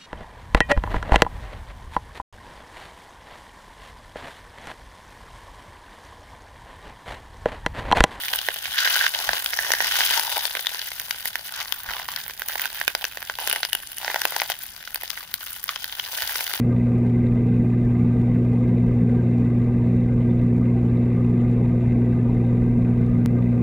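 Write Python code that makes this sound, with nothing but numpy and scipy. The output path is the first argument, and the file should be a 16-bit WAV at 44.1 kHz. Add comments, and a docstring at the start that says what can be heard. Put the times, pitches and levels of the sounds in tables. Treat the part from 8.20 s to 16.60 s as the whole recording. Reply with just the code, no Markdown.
"""A steel bowl pushes and spreads moist, crumbly rice in a pot lined with fresh leaves, close to the microphone.
Sticky grains part and scrape under the rim: a fine crackle of dense random clicks over a smooth hiss.
The stiff leaves buckle in short dry snaps, single clicks that scatter and ring in the pot.
Now and then a nudge rocks the pot, a few low decaying tones; behind it a quiet kitchen gives
faint reflections and a low rumble of shaped noise."""
import sys
import numpy as np
from scipy import signal
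from scipy.fft import rfft, irfft
from scipy.io import wavfile
from scipy.ndimage import uniform_filter1d

SR = 44100
rng = np.random.default_rng(int(sys.argv[2]) if len(sys.argv) > 2 else 0)


def inscribe(sig):
    """Save sig as 16-bit PCM at rate SR to the path in sys.argv[1].

    A 1-D sig is mono; a 2-D sig holds one channel per row.
    Samples are clipped to [-1, 1] before scaling.
    """
    pcm = np.round(np.clip(np.atleast_2d(sig).T, -1, 1) * 32767)
    wavfile.write(sys.argv[1], SR, pcm.astype(np.int16))


N = 370440
SIZE, LEAD_IN = 1024, 24  # samples in one click, and those before its peak
TIME = np.arange(N) / SR
BIN_HZ = np.maximum(np.fft.rfftfreq(SIZE, 1 / SR), 1)
LONG_HZ = np.maximum(np.fft.rfftfreq(N, 1 / SR), 1)
SIDES = np.array([[1], [-1]])  # left, right


def from_db(db):
    """Decibels to gain."""
    return 10 ** (np.asarray(db) / 20)


def rms_one(x):
    """Scale to unit rms."""
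    return x / np.sqrt(np.mean(x ** 2) + 1e-20)


def at_hz(points, hz, axis=1):
    """Read a column of a spectrum on a log-frequency axis."""
    points = np.array(points)
    return np.interp(np.log(hz), np.log(points[:, 0]), points[:, axis])


def in_time(rows, t):
    """Read every column of a curve at times t."""
    s, *columns = np.transpose(rows)
    return [np.interp(t, s, c) for c in columns]


def drift(rate):
    """Slow random wander of unit rms, with rate turning points drawn per second."""
    knots = rng.standard_normal(4096)
    return rms_one(np.interp(TIME * rate, np.arange(len(knots)), knots))


# level of the continuous rustle under the strokes: t/s, level/dB (before RUSTLE_DB)
RUSTLE_LEVEL = [(0.0, -30), (0.47, -33), (0.75, -23), (0.93, -30.5), (1.45, -29), (1.82, -27), (2.32, -32),
                (2.99, -36), (4.3, -40), (4.45, -37.5), (5.01, -38), (5.36, -36.5), (5.61, -40.5),
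                (6.08, -32), (6.41, -40), (7.32, -41.5), (8.16, -30), (8.4, -31.5)]
RUSTLE_DB, RUSTLE_HOLLOW_DB, RUSTLE_FIZZ_DB = -2, -0.5, 8.5
# pushes of the bowl and shifts of the leaves: from t/s, to t/s, level/dB (at the start),
# hollowness/dB, fizz/dB
BOWL_STROKES = [(0.107, 0.169, -34.5, 9, 14), (0.567, 0.884, -21.5, -7.5, -13),
                (0.935, 1.185, -29, 3.5, -24), (1.408, 1.538, -31, 8, -9), (1.61, 1.73, -26.5, -0.5, -19),
                (1.713, 1.978, -20, -5.5, 2.5), (1.953, 2.257, -30.5, 3, 7), (2.524, 2.71, -35, -9, 1),
                (3.059, 3.084, -28.5, -5, 13.5), (3.251, 3.274, -31.5, -3, 9.5),
                (3.332, 3.455, -32, -2, -2), (3.655, 3.844, -34, 5, 3), (3.888, 4.048, -35.5, -1, 5),
                (4.274, 4.384, -34.5, 5, 8.5), (4.381, 4.474, -30, 2, 4), (4.529, 4.643, -34.5, -4, 6.5),
                (4.823, 4.83, -33, 8, 7), (5.19, 5.4, -32.5, 6.5, 4), (5.433, 5.45, -29.5, -15, -1),
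                (5.833, 6.001, -31.5, 4.5, 3.5), (6.114, 6.262, -34, 6.5, 1), (6.284, 6.33, -31, 0, 3),
                (6.41, 6.448, -36.5, -5, 12), (6.804, 7.047, -39, -1.5, 8), (7.204, 7.39, -39.5, -7, 13),
                (7.48, 7.65, -38, -3, 1), (7.72, 7.756, -35.5, 1, -2), (7.824, 7.89, -36, -7, -7),
                (7.905, 8.381, -31, 1, 9)]
# each stroke grips, eases off as the rice gives way, and lets go
ATTACK_S, EASE_DB_PER_S, RELEASE_S = 0.038, 9.5, 0.028
# the rice sticks and slips, so the force wavers
SLIP_DB, SLIPS_PER_S = 0.83, 40


def rubbing():
    """Continuous rustle and strokes add in power: level, hollowness and fizz over time, in dB."""
    rustle_db = in_time(RUSTLE_LEVEL, TIME)[0] + RUSTLE_DB
    rustle_bands = from_db([[0], [RUSTLE_HOLLOW_DB], [RUSTLE_FIZZ_DB]])
    power = from_db(rustle_db) ** 2 * rustle_bands ** 2
    for start, stop, stroke_db, hollow_db, fizz_db in BOWL_STROKES:
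        rise = (TIME - start) / ATTACK_S
        fall = (stop - TIME) / RELEASE_S
        grip = np.clip(np.minimum(rise, fall) + .5, 0, 1)
        on = grip > 0
        force = grip[on] * from_db(stroke_db - EASE_DB_PER_S * (TIME[on] - start))
        power[:, on] += (force * from_db([[0], [hollow_db], [fizz_db]])) ** 2
    middle, lows, treble = 10 * np.log10(power)
    return middle + SLIP_DB * drift(SLIPS_PER_S), lows - middle, treble - middle


def crackle(level_db, hollow_db, fizz_db, gain_db=-1, band_hz=1750, band_width_hz=550, band_db=-0.95,
            wander_db=2.5, wanders_per_s=30):
    """Rice and leaves rub with changing force, hollowness and wetness.

    The level of the band near 1.7 kHz wanders at random."""
    _, pan_db = in_time(PLACE_OF_WORK, TIME)
    bed = grains(level_db)
    spectrum = rfft(bed)
    lows = irfft(spectrum * hollow_share(LONG_HZ), N)
    treble = irfft(spectrum * fizz_share(LONG_HZ), N)
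    band = signal.lfilter(*signal.iirpeak(band_hz, band_hz / band_width_hz, fs=SR), bed)
    bed = bed + lows * (from_db(hollow_db) - 1) + treble * (from_db(fizz_db) - 1)
    bed = bed + band * (from_db(band_db + wander_db * drift(wanders_per_s)) - 1)
    return bed * from_db(level_db + gain_db + SIDES * pan_db / 2)


# where the work goes on: t/s, lead of the left port/ms, left-right/dB
PLACE_OF_WORK = [(0, 0.093, -0.5), (.7, 0.11, 2.5), (1.5, .11, 0.5), (2.1, 0.091, 2.5), (2.7, 0.1, 2),
                 (3.6, 0.069, 1), (4.3, -0.045, -1), (5.3, 0.05, -0.5), (6.1, -.02, 1.5), (6.8, 0.077, 3.5),
                 (7.6, 0.076, 2), (8.4, 0.075, 1)]


def grains(level_db, per_s=1600, crowding=.4, spread_db=5.0, smoothing=0.061, largest=4.52,
           clump_db=2.0, hiss_db=-10, low_hz=700, high_hz=14000, count=24):
    """Sticky grains let go in clumps, each at one of count pitches, for a crackle of rms 1.

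    Harder rubbing makes them denser and more even."""
    harder_db = level_db - np.mean(level_db)
    rate = per_s * from_db(crowding * harder_db + clump_db * drift(90))
    born = rng.random(N) < rate / SR
    size_db = (spread_db - smoothing * harder_db) * np.minimum(rng.exponential(1, N), largest)
    sizes = born * from_db(size_db) * rng.choice([-1, 1], N)
    # local levelling over 43 ms
    sizes /= np.sqrt(np.maximum(uniform_filter1d(sizes ** 2, int(0.043 * SR)), 1e-6))
    lead_ms, _ = in_time(PLACE_OF_WORK, TIME)
    lead = np.round(lead_ms * SR / 10 ** 3).astype(int)
    later = np.clip(np.arange(N) - lead, 0, N - 1)  # what the right port hears
    kinds, pot, out = rng.integers(0, count, N), pot_colour(), 0
    # between the grains, steel sliding on paste gives a smooth hiss
    force = sizes + from_db(hiss_db) * rng.standard_normal(N)
    for kind, hz in enumerate(np.geomspace(low_hz, high_hz, count)):
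        train = force * (kinds == kind)
        colour = pot * ring(hz, lift_db=11.0, spread=0.34)
        wave = click(colour, scatter_db=9.5, scatter_t60=0.012)
        out = out + signal.oaconvolve(np.array([train, train[later]]), wave, axes=1)[:, :N]
    return rms_one(out)


# single snaps and ticks, loud and faint: t/s, level/dB (over 4.5 ms, before gain and band lifts),
# ring f/Hz, hollowness/dB, fizz/dB, left-right/dB
LEAF_SNAPS = [(0.083, -21.5, 2380, -7, 2, -1), (0.1357, -14.5, 1150, -4, -13, -3),
              (0.188, -23, 2880, -26, 1, 7), (0.2866, -16, 1840, 10.5, -1, -4.5),
              (0.456, -22, 2400, 0, -7, -5), (0.5875, -17, 4530, -13, -17, -3),
              (0.6742, -17, 1770, 2.5, -20, -4), (0.7568, -16, 1400, -14, -10, 4),
              (0.8108, -17.5, 1670, -2, -15, -5), (0.8651, -11, 1190, -5, -18, -5),
              (0.9485, -16, 3200, -4, -22, -1), (1.0912, -13.5, 1500, 8, -20, 2),
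              (1.1328, -13.5, 1080, 5.5, -23, 7), (1.2608, -16, 3220, -3.5, 3, 3),
              (1.334, -19.5, 2250, 1.5, -21, -3), (1.3892, -16, 1750, 5, -16, 1),
              (1.5049, -19, 1900, 12, 2, -1), (1.5187, -12, 6200, -3, 4.5, 5),
              (1.5366, -15, 2010, 8, -2, 1), (1.6047, -14.5, 1880, 7.5, -16, -1),
              (1.8063, -12.5, 1740, 2.5, -20, 1), (1.8357, -18, 3050, -18, -8, -5),
              (1.9757, -18.5, 5930, 2, 1, 11), (1.9957, -16, 5000, 1, 7.5, 7.5),
              (2.1689, -21.5, 2460, 12.5, 4, 4), (2.18, -27, 4930, 12, -6, 8),
              (2.2534, -17, 4660, 4.5, 6, 7), (2.3519, -19, 2180, 5, 1, -2),
              (2.3698, -20.5, 2490, 5, -6, -3), (2.393, -23.5, 2180, -1, -11, 9),
              (2.4688, -16, 3580, -1, -2, 7), (2.5462, -22, 4400, 4, -10, 2),
              (2.7171, -25.5, 1970, 2.5, -4, -2), (2.7982, -22, 6000, -14, 9, -1),
              (2.909, -15.5, 2060, -4.5, 3.5, 7), (3.0561, -21, 2000, 2, 11, 2),
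              (3.1559, -16, 1680, -1.5, 0, -3), (3.5235, -19, 3200, -5.5, 4, 14.5),
              (3.797, -28.5, 1900, 10, -4, 3), (3.887, -22.5, 1140, 4.5, -13, 0),
              (3.9622, -27, 4500, -17, 3, 18), (4.0805, -33, 2140, 5, 14, -3),
              (4.0979, -26.5, 1220, 3, -6, 0), (4.196, -33, 2060, -2, 16, 0),
              (4.2197, -21.5, 1550, 5.5, 1.5, 0), (4.2854, -25.5, 6130, -4, 12.5, 7),
              (4.3556, -24, 1890, 11.5, -12, 0), (4.3963, -21, 2050, 2, 3, 0),
              (4.4177, -29.5, 1860, -1, 19.5, -1), (4.4561, -19, 1420, 0.5, 1, -1),
              (4.6138, -18, 1810, 6, -30, -1), (4.6791, -8, 2470, 1.5, -0.5, -2.5),
              (4.7508, -13, 4790, 6.5, 0, -0.5), (4.8423, -16.5, 2680, 4, 1, 2),
              (4.8517, -19.5, 5930, -2, 0, 6.5), (4.9727, -27, 1900, 11.5, 0, 1),
              (5.0271, -26, 1970, 3, 6, -3), (5.098, -19, 1570, 10, -11, 1), (5.187, -24, 2730, 14, 4, -1),
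              (5.2744, -17, 6100, 4.5, 6, 2), (5.2979, -22, 3720, 9, 14, 0),
              (5.3132, -18.5, 2600, -3, -9, 4), (5.328, -17, 2780, 0, 10, 2),
              (5.3605, -20.5, 2000, 7.5, 5, 2), (5.4311, -14, 4300, 0.5, -9, 0),
              (5.4504, -18, 4900, -1, -1, 4), (5.531, -17, 2980, -4, 8.5, 8.5),
              (5.551, -18.5, 2860, 2, 8.5, 1), (5.7834, -28, 6040, -7, 10.5, 5),
              (5.8466, -21, 5300, 5, -13, 3), (5.8797, -19, 1930, 8.5, -12, -2),
              (5.901, -23.5, 2000, 12, -1, -1), (5.9442, -17, 2280, 9.5, 0, 1),
              (5.96, -18.5, 1900, 13.5, -7, 0), (6.0173, -15, 5450, 3, 4.5, 1),
              (6.053, -10.5, 2580, 10, 4, 1), (6.1226, -27.5, 2000, 13.5, -5, -1),
              (6.1643, -16, 5900, 4, 4.5, 1.5), (6.2002, -18, 2130, -8, -11, 10),
              (6.218, -14.5, 2370, 9, 0, 1), (6.3007, -16.5, 726, 4, 5.5, 3),
              (6.319, -20.5, 3050, -3, -3, 6), (6.6752, -25.5, 1450, -2, -19, -1),
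              (6.7454, -27, 2570, -1, 18.5, 0), (6.7582, -21.5, 4540, 3, 8, 3),
              (6.8344, -30.5, 1950, 14.5, 15, -2), (6.9033, -22, 1140, -26, 1, 14.5),
              (6.975, -27.5, 1970, -4, -11, -6), (7.1407, -19.5, 4200, -11, 12.5, 3),
              (7.2663, -29.5, 2630, -2, 7, 1), (7.4406, -30, 2120, -6, 19.5, -2),
              (7.4916, -14.5, 1160, -7, -8, -2.5), (7.56, -22, 3060, -1, -8, 2),
              (7.6432, -20.5, 4340, -9, 5, -2), (7.7972, -18, 3300, -5, -21, 3),
              (8.0215, -18.5, 4450, 3, 4, -3), (8.1571, -17.5, 5400, 1.5, -3, 0),
              (8.2076, -21, 2230, 5.5, 8, 3), (8.337, -18, 4280, 5, 4, 2)]


def snaps(rows, gain_db=-2.73, bite_db=-2.0, dulling=0.11, dull_hz=1800, sharp_hz=3100):
    """Each buckling fold has its own size, ring and place; the hollower it is, the less it bites."""
    out, pot = np.zeros((2, N + 2 * SIZE)), pot_colour(low_cut_hz=344)
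    hollow, fizz = hollow_share(BIN_HZ), fizz_share(BIN_HZ)
    # bite tilts the middle band from dull to sharp
    bite = at_hz([(dull_hz, -1), (sharp_hz, 1)], BIN_HZ) * (1 - hollow - fizz)
    length = np.sqrt(.0045 * SR)  # click energy to level over 4.5 ms
    for s, level_db, hz, hollow_db, fizz_db, pan_db in rows:
        tilt_db = (bite_db - dulling * hollow_db) * bite
        bands_db = hollow_db * hollow + tilt_db + fizz_db * fizz
        colour = pot * from_db(bands_db + SIDES * pan_db / 2)
        colour = colour * ring(hz, lift_db=7.5, spread=0.11)
        wave = click(colour, scatter_db=5.0, scatter_t60=0.0067) * length * from_db(level_db + gain_db)
        lead_ms, _ = in_time(PLACE_OF_WORK, s)
        starts = [round(s * SR), round((s + lead_ms / 10 ** 3) * SR)]
        for port, start in enumerate(starts):
            out[port, start - LEAD_IN:start - LEAD_IN + SIZE] += wave[port]
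    return out[:, :N]


# small snaps come by chance: how often, how far above the rubbing, and how unevenly
SMALL_SNAPS_PER_S, SMALL_ABOVE_DB, SMALL_SPREAD_DB = 15, 5, 1.5


def small_snaps(rub_db, follows=0.79, low_hz=1700, high_hz=5800, hollow_db=1, hollow_spread_db=5,
                fizz_db=0, fizz_spread_db=5.0):
    """Small folds give way at random, louder under harder rubbing; rows like those of LEAF_SNAPS."""
    count = 400  # more than the scene can hold
    chance = rng.random((count, 2))
    normal = np.clip(rng.standard_normal((count, 4)), -2, 2)
    s = np.cumsum(2 * chance[:, 0]) / SMALL_SNAPS_PER_S
    rub_now_db = np.interp(s, TIME, rub_db)
    level_db = follows * rub_now_db + (1 - follows) * np.mean(rub_db) + SMALL_ABOVE_DB
    rows = np.transpose([s,
                         level_db + SMALL_SPREAD_DB * normal[:, 0],
                         low_hz * (high_hz / low_hz) ** chance[:, 1],
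                         hollow_db + hollow_spread_db * normal[:, 1],
                         fizz_db + fizz_spread_db * normal[:, 2],
                         in_time(PLACE_OF_WORK, s)[1] + 3 * normal[:, 3]])
    return rows[(s > SIZE / SR) & (s < TIME[-1])]


def click(colour, scatter_db, scatter_t60, even_hz=1000):
    """One sharp release, followed by its scatter between leaves, bowl and pot wall."""
    burst = rng.standard_normal((2, SIZE)) * from_db(-60 * np.arange(SIZE) / SR / scatter_t60)
    burst *= from_db(scatter_db) / np.sqrt(np.sum(burst ** 2) / 2)
    spectrum = 1 + two_ports(rfft(burst), BIN_HZ)
    # even out the broad spectrum so that the colour sets it
    even_bins = max(int(even_hz * SIZE / SR), 3)
    gain = colour / np.sqrt(uniform_filter1d(abs(spectrum) ** 2, even_bins))
    # both ports hear the same ringing, each with its own weighting
    shared = np.sqrt(gain[0] * gain[1])
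    wave = irfft(spectrum * causal(shared) * gain / shared)
    return np.roll(wave, LEAD_IN, axis=1) * rng.choice([-1, 1])


def hollow_share(hz, low_hz=900, high_hz=1450):
    """The lows, which grow when a large piece of leaf moves."""
    return at_hz([(low_hz, 1), (high_hz, 0)], hz)


def fizz_share(hz, low_hz=6300, high_hz=9200):
    """The treble, which grows when wet surfaces part."""
    return at_hz([(low_hz, 0), (high_hz, 1)], hz)


def ring(hz, lift_db, spread):
    """Gain of one broad resonance; spread is a share of its pitch."""
    return from_db(lift_db * np.exp(-.5 * (np.log(BIN_HZ / hz) / spread) ** 2))


def causal(gain):
    """Minimum-phase response with the given magnitude: its energy comes as early as it can."""
    cepstrum = irfft(np.log(gain + 1e-6))
    cepstrum[..., 1:SIZE // 2] *= 2
    cepstrum[..., SIZE // 2 + 1:] = 0
    return np.exp(rfft(cepstrum))


# bands that stand out for a while: from t/s, to t/s, f/Hz, width f/Hz, lift level/dB
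PASSING_RESONANCES = [(0, 0.55, 3330, 700, 5), (0.544, 0.87, 1540, 380, 5.5), (1.312, 1.65, 1820, 250, 5.5),
                      (1.312, 1.705, 5700, 700, 6), (1.688, 1.99, 3180, 400, 3),
                      (1.962, 2.251, 900, 110, 7.5), (2.065, 2.514, 3580, 280, 7),
                      (2.037, 2.3, 4830, 500, 4.5), (3.304, 4, 1120, 320, 6), (3.49, 3.576, 3050, 700, 2),
                      (3.5, 4.604, 14800, 900, 5), (4.25, 4.866, 2620, 400, 2),
                      (5.195, 5.798, 2900, 400, 4.5), (5.226, 5.795, 9940, 1600, 6.5),
                      (5.83, 6.34, 830, 220, 1.5), (6.89, 7.57, 1190, 180, 6.5),
                      (7.476, 7.826, 3300, 450, 3)]


def passing_resonances(x):
    """Each row lifts one band of the sound while it lasts."""
    out = x.copy()
    for start, stop, hz, width_hz, lift_db in PASSING_RESONANCES:
        # fades in and out over 13 ms
        fade = np.clip(np.minimum(TIME - start, stop - TIME) / 0.013 + .5, 0, 1)
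        band = signal.lfilter(*signal.iirpeak(hz, hz / width_hz, fs=SR), x)
        out += (from_db(lift_db) - 1) * fade * band
    return out


# the leaf-lined pot at each microphone port, relative: f/Hz, left level/dB, right level/dB
POT_SPECTRUM = [(250, -22, -24.5), (478, -14.5, -10), (860, -6, -6), (1254, -9.5, -9), (1700, -4, 3.5),
                (2420, -6.5, -5.5), (3050, -1.5, -0.5), (4100, -3, -5), (4620, -2, -13.5),
                (6390, -7, -16.5), (7870, -19.5, -23.5), (10360, -14.5, -13.5), (13400, -13, -14),
                (14600, -12, -9)]


def pot_colour(low_cut_hz=230):
    """The pot's resonances as gain per port, of rms 1 so that a unit click keeps unit energy."""
    left_db, right_db = at_hz(POT_SPECTRUM, BIN_HZ, axis=1), at_hz(POT_SPECTRUM, BIN_HZ, axis=2)
    return rms_one(from_db([left_db, right_db]) / np.sqrt(1 + (low_cut_hz / BIN_HZ) ** 4))


# likeness of the two microphone ports: f/Hz, likeness/0-1
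PORT_LIKENESS = [(60, 1), (700, 0.77), (1600, 0.88), (3000, 0), (5000, 0), (16000, 0)]


def two_ports(spectra, hz):
    """Two unrelated spectra become left and right, alike in the bass."""
    alike = np.clip(at_hz(PORT_LIKENESS, hz), 0, 1)
    middle = np.sqrt((1 + alike) / 2) * spectra[0]
    side = np.sqrt((1 - alike) / 2) * spectra[1]
    return middle + side * SIDES


# soft bumps against the pot: t/s, level/dB (of a mode at 0 dB)
POT_BUMPS = [(0.155, -50), (0.474, -47), (1.079, -39), (1.499, -56), (3.682, -42), (6.481, -52),
             (8.029, -47)]
# the pot on the ground, before small random shifts: f/Hz, level/dB, t60/s
POT_GROUND_MODES = [(47, 0, 0.27), (75, 7, 0.094), (105, -9, 0.14), (187, -6.5, 0.23)]


def bumps(rise_s=0.006):
    """A soft push rocks the heavy pot: a few low modes rise gently and die away."""
    out, t = np.zeros(N), np.arange(SR // 4) / SR
    for s, level_db in POT_BUMPS:
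        thud = 0
        for hz, db, t60 in POT_GROUND_MODES:
            decay = from_db(db + rng.normal(0, 0.26) - 60 * t / t60)
            cycles = hz * rng.uniform(0.88, 1.06) * t + rng.random()
            thud = thud + decay * np.sin(2 * np.pi * cycles)
        start = int(s * SR)
        out[start:start + len(t)] += (from_db(level_db) * thud * (1 - np.exp(-t / rise_s)))[:N - start]
    return out


def echoes(x, wet_db, t60, delay_s, dull_hz):
    """Dense reflections that die away, as decaying noise; wet_db is their level before dulling."""
    t = np.arange(SR // 2) / SR
    tail = rng.standard_normal((2, len(t))) * from_db(-60 * t / t60) * (t > delay_s)
    tail *= from_db(wet_db) / np.sqrt(np.sum(tail ** 2) / 2)
    tail = signal.lfilter(*signal.butter(1, min(dull_hz, .45 * SR), fs=SR), tail)
    return signal.oaconvolve(x, tail, axes=1)[:, :N]


# shape of the background rumble, relative: f/Hz, level/dB per Hz
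RUMBLE_SPECTRUM = [(15, -9), (36, 0), (70, -2), (140, -6), (250, -12.5), (500, -20), (1500, -54),
                   (16000, -40)]
# its swell, before gain: t/s, level/dB
RUMBLE_SWELL = [(0.0, -59), (1.12, -62), (1.68, -56.5), (2.34, -61.5), (2.71, -60.5), (3.06, -59.5),
                (3.7, -60), (3.84, -56.5), (4.16, -59), (8.4, -60.5)]


def rumble(gain_db=1):
    """Low background of shaped noise that swells and sinks."""
    noise = two_ports(rfft(rng.standard_normal((2, N))), LONG_HZ)
    level_db, = in_time(RUMBLE_SWELL, TIME)
    shape = from_db(at_hz(RUMBLE_SPECTRUM, LONG_HZ)) * (LONG_HZ > 10)
    return from_db(level_db + gain_db) * rms_one(irfft(noise * shape, N))


def scene():
    """Snaps and crackle ring briefly in the pot, then in the kitchen."""
    level_db, hollow_db, fizz_db = rubbing()
    leaves = snaps(LEAF_SNAPS) + snaps(small_snaps(level_db))
    work = passing_resonances(crackle(level_db, hollow_db, fizz_db) + leaves)
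    in_pot = echoes(work, wet_db=-13.5, t60=0.024, delay_s=0.0012, dull_hz=9250)
    kitchen = echoes(work, wet_db=-17.5, t60=0.12, delay_s=0.011, dull_hz=7100)
    return work + in_pot + kitchen + bumps() + rumble()


def record(dry, port_hz=14700, port_width_hz=500, port_db=3.5, edge_hz=15300, cutoff_hz=16200):
    """The microphone ports ring near the top; peaks are rounded and the top is cut."""
    ring_up = signal.lfilter(*signal.iirpeak(port_hz, port_hz / port_width_hz, fs=SR), dry)
    ringing = dry + (from_db(port_db) - 1) * ring_up
    rounded = 1.15 * np.tanh(ringing / 1.15)
    top = np.clip((cutoff_hz - LONG_HZ) / max(cutoff_hz - edge_hz, 100), 0, 1) ** 2
    return irfft(rfft(rounded) * top, N)


dry = scene()
out = record(dry)
inscribe(out)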